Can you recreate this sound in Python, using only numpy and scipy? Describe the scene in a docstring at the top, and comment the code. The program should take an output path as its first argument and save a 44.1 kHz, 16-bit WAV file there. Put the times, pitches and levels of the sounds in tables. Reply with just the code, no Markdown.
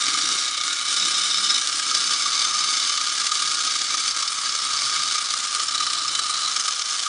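"""Clockwork tin robot on a table.

One microphone, close by in a small room: the toy shuffles over the table and is then lifted by its aerial.
Gear teeth chatter at the pace of a spinning governor; the linkage knocks about thirty times a second.
Both ring the hollow tin shell, whose loose panels buzz in turn as the toy shifts its weight."""
import numpy as np
from scipy import signal
from scipy.fft import irfft
from scipy.ndimage import uniform_filter1d
import sys
import numpy as np
from scipy import signal
from scipy.fft import irfft
from scipy.io import wavfile
from scipy.ndimage import uniform_filter1d

SR = 44100
rng = np.random.default_rng(int(sys.argv[2]) if len(sys.argv) > 2 else 0)


def unload_audio(sound):
    """Save the sound as a 16-bit wav file, at the path given as the first command line argument."""
    columns = np.transpose(np.atleast_2d(sound))
    # keep every value between -1 and 1, then stretch to whole-number steps
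    steps = np.round(np.clip(columns, -1, 1) * 32767)
    wavfile.write(sys.argv[1], SR, steps.astype(np.int16))


N = 312217
TIME = np.arange(N) / SR
HZ = np.fft.rfftfreq(8192, 1 / SR)

# The linkage's hardest knocks. Each row: time in seconds, then knock, key ping and clank in relative dB.
HARD_KNOCKS = [(0.146, -25.5, -33, -20.5), (0.1877, -17, -36, -32), (0.2885, -19.5, -43.7, -27),
               (0.5745, -21.5, -45, -22.5), (0.6107, -34, -34, -37), (0.73, -20.5, -45.6, -49),
               (0.9668, -19, -36, -29), (1.082, -22, -39, -27.5), (1.504, -21, -26, -33),
               (1.614, -19.5, -35, -29), (1.7268, -24, -28, -49), (1.793, -21.5, -36, -25),
               (1.9114, -19, -38, -19.5), (2.1072, -19, -35.2, -20), (2.134, -17.5, -33, -48),
               (2.2573, -21, -41, -19.5), (2.417, -18, -41, -30), (2.6397, -19, -41.8, -33),
               (2.801, -22, -30, -38), (2.895, -21.5, -34, -27.5), (2.927, -21, -43, -49),
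               (2.975, -17.5, -43, -31), (3.0106, -18, -43, -24.5), (3.066, -22, -35, -36),
               (3.2664, -15.5, -44.3, -48), (3.3171, -19, -47, -19), (3.421, -17.5, -44, -20.5),
               (3.514, -16.5, -35.7, -30), (3.544, -20.5, -38, -30), (3.605, -20, -45, -22),
               (3.6724, -22.5, -33, -23.5), (3.7084, -24, -31, -24), (3.7542, -21.5, -35, -25.5),
               (3.904, -23, -38, -22), (3.941, -19, -40, -19), (4.077, -19, -30, -33),
               (4.109, -22, -31, -46), (4.168, -31, -40, -28), (4.2256, -19, -34, -21),
               (4.277, -19.5, -31, -26), (4.49, -21, -35, -24), (4.588, -24, -33, -23.5),
               (4.7058, -21.5, -43, -23), (4.7323, -19, -47, -44), (4.9601, -20.5, -36, -28),
               (5.0308, -23.5, -37, -33), (5.1543, -21, -46.3, -25), (5.1807, -20.5, -49, -26),
               (5.3371, -21, -38, -23), (5.4015, -20.5, -48, -40), (5.559, -23.5, -48, -41),
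               (5.5973, -20.5, -36, -23), (5.6319, -23.5, -32, -26), (5.6829, -20.5, -27, -23),
               (5.7524, -20.5, -34, -22), (5.8033, -18, -37, -19.5), (5.8269, -23, -34, -23),
               (5.866, -25.5, -28, -25), (5.9006, -23, -33, -29), (5.933, -21.5, -42, -44),
               (5.949, -24.5, -36, -40), (6.048, -26, -38, -22.5), (6.0797, -23, -27, -38),
               (6.15, -18, -48, -38.7), (6.191, -16, -45, -17.5), (6.299, -21.5, -42, -24),
               (6.3747, -23, -36, -24), (6.4794, -24.5, -37, -21), (6.514, -26, -31, -44),
               (6.5625, -16.5, -27, -35), (6.655, -21.5, -33, -32), (6.6801, -17, -35, -19),
               (6.794, -20.5, -32, -34), (6.8174, -18.5, -30, -37), (6.9074, -28.5, -29, -29),
               (6.991, -20.5, -35, -41), (7.063, -24.5, -47, -21)]
# The stances the toy holds. Each entry, by name: start and end in seconds.
STANCE_SPANS = {"setting off": (0, .44), "easing": (.5, .85), "striding": (.9, 1.57),
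                "running": (1.87, 2.92), "shuffling": (2.97, 5.3), "turning": (5.72, 6.52),
                "lifted": (6.55, 7.1)}
# Modes of the hollow chest. Each row: pitch in Hz, width in Hz, relative level in dB.
CHEST_MODES = [(1178, 73.5, -3.5), (1228.2, 36, 0.5), (1263, 45, -7.5), (1331, 224, -11)]
# A flat foot changes the shaking passed to the table.
# Each row: centre and length in seconds, change of the hum in dB, change of the drone in dB.
FLAT_FEET = [(.2, 0.5, -10, 5), (1.077, 0.27, 12, 4.5), (1.398, 0.57, 11, -1), (1.976, 0.6, 6, 0.5),
             (2.577, 0.34, 12, -0.5), (3.802, 0.79, 6.5, 0.5), (4.899, 1, 5, -2.5), (6.101, 0.55, 7.5, 2.5)]


def amp(db):
    """Decibels to gain."""
    return 10 ** (np.asarray(db) / 20)


def unit_rms(x):
    """Scales to rms 1."""
    return x / np.sqrt(np.mean(x ** 2) + 1e-20)


def add(mix, s, sound):
    """Lays a sound into the mix at s seconds."""
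    part = mix[max(round(s * SR), 0):][:len(sound)]
    part += sound[:len(part)]


def swells(rows):
    """Smooth humps, one for each (centre in seconds, length in seconds, height)."""
    out = np.zeros(N)
    for s, length, height in rows:
        add(out, s - length / 2, height * np.hanning(round(length * SR)))
    return out


def wander(per_s):
    """A random curve of about unit size."""
    draws = rng.standard_normal(SR // 20)
    return np.interp(TIME * per_s, np.arange(len(draws)), np.clip(draws, -2, 2))


def flutter(per_s, depth_db):
    """A gain that wanders at random, as a loose part presses more or less firmly."""
    return amp(depth_db * wander(per_s))


def spectrum(points):
    """Gain over frequency through (Hz, dB) points."""
    hz, db = np.transpose(points)
    return amp(np.interp(np.log(HZ + 1), np.log(hz), db))


def resonances(modes):
    """Gain over frequency of steep-sided resonances."""
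    return np.sqrt(sum(amp(db) ** 2 / (1 + 2 * ((HZ - hz) / width) ** 2) ** 2 for hz, width, db in modes))


def ring(x, gain):
    """Passes x through a minimum-phase body with this spectral shape and unit energy."""
    log_gain = np.log(np.maximum(gain / gain.max(), 1e-5))
    mirrored = np.concatenate([log_gain, log_gain[-2:0:-1]])
    response = irfft(np.exp(np.conj(signal.hilbert(mirrored)))[:len(HZ)])
    return signal.oaconvolve(x, response / np.linalg.norm(response))[:N]


def impacts(per_s, spread_db):
    """Tiny contacts at random moments and of uneven size."""
    sizes = amp(spread_db * np.clip(rng.standard_normal(N), -2, 2)) * rng.choice([-1, 1], N)
    return unit_rms(sizes * (rng.random(N) < per_s / SR))


def gears(turns, chatter, knocks, teeth=4, slide_decay=0.59, slack_s=0.019):
    """Each pinion tooth strikes, then slides more quietly; knocks throw the gears slack for a moment."""
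    tooth = (turns * teeth).astype(int)
    strikes = amp(3 * rng.standard_normal(tooth[-1] + 1))[tooth]
    mesh = unit_rms(strikes * np.exp(-(turns * teeth % 1) / slide_decay))
    mesh *= 1 + 0.16 * np.cos(2 * np.pi * turns)  # sways once each turn of the governor
    slack = np.zeros(N)
    for s, strength, _ in knocks:
        add(slack, s + 0.0092, strength * signal.windows.tukey(round(slack_s * SR), .5))
    slack_db = -1.5 * np.minimum(slack / chatter, 3)
    return amp(0.84 + slack_db) * chatter * mesh * impacts(per_s=7000, spread_db=2)


def walking_knocks(chatter, jitter_s=0.0054):
    """Lists knocks as (seconds, strength, key ping strength): soft ones keep the pace between hard ones."""
    # Pace of the linkage. Each row: time in seconds, knocks per second.
    pace = [(0, 29.5), (.8, 33), (1.3, 29.5), (2.3, 33), (3.2, 33.4), (3.8, 30.6), (4.8, 29), (5.3, 25.5),
            (7.08, 26.9)]
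    # How freely the key jingles. Each entry, by stance: relative level of a soft knock's ping in dB.
    jingle_db = {"setting off": -16.5, "easing": -15, "striding": -15, "running": -16, "shuffling": -15.5,
                 "turning": -10.5, "lifted": -10}
    knocks = [(s, amp(db + 1.5), amp(ping_db)) for s, db, ping_db, _ in HARD_KNOCKS]
    marks = np.sort([0, *np.transpose(HARD_KNOCKS)[0], TIME[-1]])
    chance = rng.uniform(-1, 1, (len(marks), 40, 3))
    for start, end, draws in zip(marks, marks[1:], chance):
        beats = max(round((end - start) * np.interp(start, *np.transpose(pace))), 1)
        for s, (late, softer, jingle) in zip(np.linspace(start, end, beats + 1)[1:-1], draws):
            stance = next(name for name, (_, until) in STANCE_SPANS.items() if s < until)
            strength = chatter[int(s * SR)] * amp(-2.5 - 3 * softer)
            knocks.append((s + jitter_s * late, strength, strength * amp(jingle_db[stance] + 4 * jingle)))
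    return knocks


def linkage(knocks, rise_s=0.0037, lead_s=0.0023):
    """Force of the knocks: the play in the joints closes over a few milliseconds, then the push fades."""
    t, force = np.arange(SR // 20) / SR, np.zeros(N)
    blow = (t / rise_s * np.exp(1 - t / rise_s)) ** 2
    for s, strength, _ in knocks:
        add(force, s - lead_s, strength * blow)
    return force


def clacks(knock_force, band_hz=(1500, 10000)):
    """Each knock is a burst of metal contacts; the light links have little body."""
    contacts = amp(2.5) * knock_force * impacts(per_s=22000, spread_db=0.5)
    return signal.lfilter(*signal.butter(1, band_hz, "bandpass", fs=SR), contacts)


def scatter(force, decay_s=0.0011, share=0.67, crest=3.68):
    """Each contact spreads through the thin sheet as dense ringing; the sheet yields under the sharpest."""
    pole = np.exp(-1 / (decay_s * SR))
    energy = signal.lfilter([1 - pole], [1, -pole], force ** 2)
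    spread = np.sqrt(1 - share) * force + np.sqrt(share * energy) * rng.standard_normal(N)
    limit = crest * np.sqrt(abs(uniform_filter1d(energy, size=300)) + 1e-20)
    return limit * np.tanh(spread / limit)


def shell(force, fade_s=0.061):
    """The tin body rings all along; loose panels buzz and tick at their own pitch in each stance."""
    # Broad response of the shell. Each row: frequency in Hz, relative level in dB.
    response = [(150, -44.5), (450, -23), (750, -17), (920, -24), (1500, -8.5), (1850, -12.5), (2300, -6),
                (2600, -12), (3500, -2), (5300, -1.5), (7000, -4.5), (7750, -6), (8300, -13), (10000, -19)]
    # Its lasting modes. Each row: pitch in Hz, width in Hz, dB over the broad response.
    modes = [(495.5, 17, 5), (1419.5, 54, 11), (1620, 83, 6.5), (2875, 240, 1), (3035, 20, 9),
             (9370, 390, 7)]
    # Loose panels, by stance. Each row: pitch in Hz, width in Hz, relative level in dB.
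    panels = {"setting off": [(2190, 130, -19), (3770, 260, -13), (4600, 230, -16), (5700, 190, -13.5)],
              "easing": [(2210, 120, -14.5), (3043, 30, -22), (3770, 260, -8.5)],
              "striding": [(2250, 170, -21.5), (3028, 20, -19.5), (3647, 100, -10.5), (3860, 110, -10.5),
              (5200, 170, -9.5), (5880, 120, -15.5)], "running": [(2256, 120, -18.5), (3037, 34, -22),
              (3609, 95.7, -15), (3890, 110, -15.5), (4650, 150, -10), (5220, 220, -10.8),
              (6267, 120, -12)], "shuffling": [(2230, 185, -21.5), (3427, 106, -19), (3795, 220, -16),
              (4646, 320, -11.5), (5320, 100, -16.5), (6254, 140, -15)], "turning": [(3030, 30, -24.5),
              (3989, 260, -9), (4460, 230, -17)], "lifted": [(3050, 45, -23), (3580, 130, -21),
              (6270, 340, -15)]}
    out = amp(-3) * ring(force, spectrum(response) * np.hypot(1, resonances(modes)))
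    level = np.sqrt(abs(uniform_filter1d(force ** 2, size=100)))
    buzz = level * impacts(per_s=4500, spread_db=0)
    for stance, (start, end) in STANCE_SPANS.items():
        loose = np.clip(np.minimum(TIME - start, end - TIME) / fade_s + 1, 0, 1)
        for hz, width, db in panels[stance]:
            ticks = level * impacts(per_s=330, spread_db=0.5)
            panel = ring(amp(-1.1) * buzz + amp(-5.5) * ticks, resonances([(hz, width, 0)]))
            out += amp(db) * loose * flutter(per_s=28, depth_db=2) * panel
    fizz = ring(buzz, resonances([(8910, 1140, 0)]))
    return out + amp(-17 + 3.5 * wander(per_s=49)) * fizz  # a faint, flickering high hiss near 9 kHz


def chest_ring(shaking, stiffening=0.3):
    """The hollow chest rings on; its stiff sheet gives less the harder it swings, evening out the ring."""
    # Ring between clanks. Each row: time in seconds, relative level in dB.
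    levels = [(0, -32), (.3, -33.5), (.75, -36), (1.1, -33), (1.7, -34), (1.95, -33.5), (2.55, -29.5),
              (2.9, -34), (3.45, -32), (3.8, -36.5), (4, -33.5), (4.7, -31.5), (5.3, -34), (5.8, -32.5),
              (6.45, -31), (6.6, -34), (7.08, -36.5)]
    ringing = ring(shaking, resonances(CHEST_MODES))
    swing = uniform_filter1d(abs(signal.hilbert(ringing)), size=200)
    evened = unit_rms(ringing / (swing + swing.mean() / 10) ** stiffening)
    return amp(np.interp(TIME, *np.transpose(levels)) - 1) * evened


def table_drone(shaking, level_db, low_cut_hz=60):
    """The table top drones as the feet shake it."""
    # Modes of the table top. Each row: pitch in Hz, width in Hz, relative level in dB.
    modes = [(165, 67, -5.5), (272, 30, 2.5), (325, 103, 1), (535, 51, -7), (736, 122, -5.5)]
    feet_db = swells([(s, length, db) for s, length, _, db in FLAT_FEET])
    return amp(level_db + feet_db) * ring(shaking, resonances(modes) * HZ / np.hypot(HZ, low_cut_hz))


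def governor_hum(turns, level_db):
    """The unbalanced governor shakes the toy once a turn; the rocking feet pass it on in fits and starts."""
    feet_db = swells([(s, length, db) for s, length, db, _ in FLAT_FEET])
    phase = 2 * np.pi * (turns + 0.13 * wander(per_s=30))
    shake = amp(-3) * np.sin(phase) + amp(-12) * np.sin(2 * phase)
    return np.sqrt(2) * amp(level_db + feet_db) * flutter(per_s=22, depth_db=4) * shake


def room_air(level_db=-73):
    """The faint, low rush of a still room."""
    # Room tone. Each row: frequency in Hz, relative level in dB.
    tone = [(20, -0.5), (50, 2), (100, 2), (300, 4.5), (1000, -15.5), (10000, -18)]
    return amp(level_db) * ring(rng.standard_normal(N), spectrum(tone))


def room_echo(x, t60=0.1, patterns=16, reflections_per_s=2000):
    """Sparse reflections reach the microphone in a pattern that changes as the toy moves."""
    t, hop = np.arange(SR // 3) / SR, N // patterns + 1
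    window = np.sin(np.pi * np.arange(2 * hop) / (2 * hop))
    padded, out = np.pad(x, (hop, 2 * hop)), np.zeros(N + hop)
    for start in range(0, N + hop, hop):
        taps = rng.choice([-1, 1], len(t)) * (rng.random(len(t)) < reflections_per_s / SR)
        taps = taps * (t > .003) * amp(-60 * t / t60)
        piece = padded[start:start + 2 * hop] * window
        add(out, start / SR, signal.fftconvolve(piece, taps / np.linalg.norm(taps)))
    return out[hop:]


def ping(hz, t60=0.024, rise_s=0.0063):
    """One struck mode of the tin."""
    t = np.arange(SR // 10) / SR
    envelope = (1 - np.exp(-t / rise_s)) * amp(-60 * t / t60)
    return envelope / envelope.max() * np.sin(2 * np.pi * hz * t)


def winding_key(knocks, hz=5280, detuning=0.009, bounce_s=0.018):
    """The loose winding key gives a short bright ping with each knock and bounces once, sooner or later."""
    out = np.zeros(N)
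    chance = rng.uniform(-1, 1, (len(knocks), 3))
    for (s, _, strength), (first, second, late) in zip(knocks, chance):
        add(out, s - .0006, strength * amp(8.5) * ping(hz * (1 + detuning * first)))
        add(out, s + bounce_s * (1 + late / 2), strength * amp(-4.5) * ping(hz * (1 + detuning * second)))
    return out


def clanks(detuning=0.018, rise_s=0.0085, lead_s=0.00294):
    """Hard knocks swell the ring of the hollow chest: some hit it squarely, others only graze it."""
    t, out = np.arange(SR // 10) / SR, np.zeros(N)
    swell = (t / rise_s * np.exp(1 - t / rise_s)) ** 2
    for s, _, _, clank_db in HARD_KNOCKS:
        clank = np.zeros(len(t))
        for hz, _, db in CHEST_MODES:
            detune, phase = rng.uniform(-1, 1, 2)
            pitch = hz * (1 + detuning * detune)
            clank += amp(db) * swell * np.sin(2 * np.pi * pitch * (t - rise_s) + phase)
        add(out, s - lead_s, amp(clank_db) * clank / abs(clank).max())
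    return out


def low_thuds(hz=60, decay_s=0.0054):
    """Faint, short low thuds with almost no ring."""
    # The thuds. Each row: start in seconds, relative level in dB.
    thuds = [(4.079, -55), (4.279, -60), (4.739, -52), (5.499, -59), (6.191, -64), (6.568, -61),
             (6.799, -57), (6.999, -61)]
    t, out = np.arange(SR // 10) / SR, np.zeros(N)
    for s, db in thuds:
        add(out, s, amp(db + 9) * np.sin(2 * np.pi * hz * t) * np.exp(-t / decay_s))
    return out


def scuff(hz=400, width_hz=450):
    """A short dull rub of a tin sole on the table."""
    # The one rub: centre in seconds, length in seconds, level in dB.
    rub = (5.585, .05, -49.5)
    s, length, db = rub
    friction = ring(impacts(per_s=2200, spread_db=5), resonances([(hz, width_hz, 0)]))
    return amp(db) * swells([(s, length, 1)]) * friction


def scene(usual_hz=133, run_down_db_per_s=0.3662, lift_at_s=6.47, lift_takes_s=0.27, frame_lead_s=0.001467):
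    """One force drives shell, chest and table; the microphone also hears the room's echo and air."""
    # Speed of the governor. Each row: time in seconds, turns per second.
    governor = [(0, 125), (.2, 168.6), (.5, 119.4), (.8, 120.1), (1.05, 178.2), (1.22, 167.7), (1.4, 185.6),
                (1.52, 212.3), (1.64, 130.3), (1.85, 146.5), (2.03, 173.4), (2.28, 139.4), (2.58, 183.8),
                (2.8, 149.1), (3.2, 128.8), (3.65, 150.7), (3.92, 125.8), (4.07, 143.7), (4.15, 110.3),
                (4.55, 127.1), (5, 147.4), (5.2, 126.1), (5.32, 87.96), (5.7, 96.5), (5.88, 143),
                (6.2, 125.1), (6.55, 96.24), (7.08, 118.1)]
    # The legs take the weight and the gears go quiet. Each row: centre and length in seconds, dip in dB.
    strains = [(0.505, 0.055, -1), (0.57, 0.42, -2.5), (0.815, 0.23, -3.5), (1.835, 0.085, -1.5),
               (3.0, 0.29, -2), (3.292, 0.12, -2.5), (4.13, 0.083, -3.5), (4.35, 0.56, -2),
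               (5.248, 0.19, -1), (6.235, 0.12, -1), (6.838, 0.04, -3.5)]
    speed = np.interp(TIME, *np.transpose(governor))
    turns, octaves = np.cumsum(speed) / SR, np.log2(speed / usual_hz)
    # The chatter gains 1 dB per doubling of speed; the spring weakens as it unwinds.
    effort_db = octaves - run_down_db_per_s * TIME + swells(strains)
    lifted_db = -6 * np.clip((TIME - lift_at_s) / lift_takes_s, 0, 1)  # the feet leave the table
    chatter = amp(-21 + effort_db)
    knocks = walking_knocks(chatter)
    knock_force = linkage(knocks)
    force = gears(turns, chatter, knocks) + clacks(knock_force)
    cushioned = force / np.hypot(chatter, 0.48 * knock_force)  # the legs soak up part of each knock
    shaking = np.roll(unit_rms(cushioned), -round(frame_lead_s * SR))  # the frame leads the loose parts
    chest = chest_ring(shaking) + clanks()
    table = table_drone(shaking, level_db=-51 + 2 * effort_db + lifted_db)
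    toy = shell(scatter(force)) + chest + table + winding_key(knocks) + scuff()
    room = room_air() + amp(-11) * room_echo(toy)
    hum = governor_hum(turns, level_db=-65.5 + 4.5 * octaves + lifted_db)
    return (toy + room + hum + low_thuds())[None]


def record(dry, edge_hz=10170):
    """The recorder cuts the top treble steeply."""
    low_pass = signal.firwin(601, edge_hz, window=("kaiser", 9), fs=SR)
    return signal.oaconvolve(dry, low_pass[None], "same")


dry = scene()
out = record(dry)
unload_audio(out)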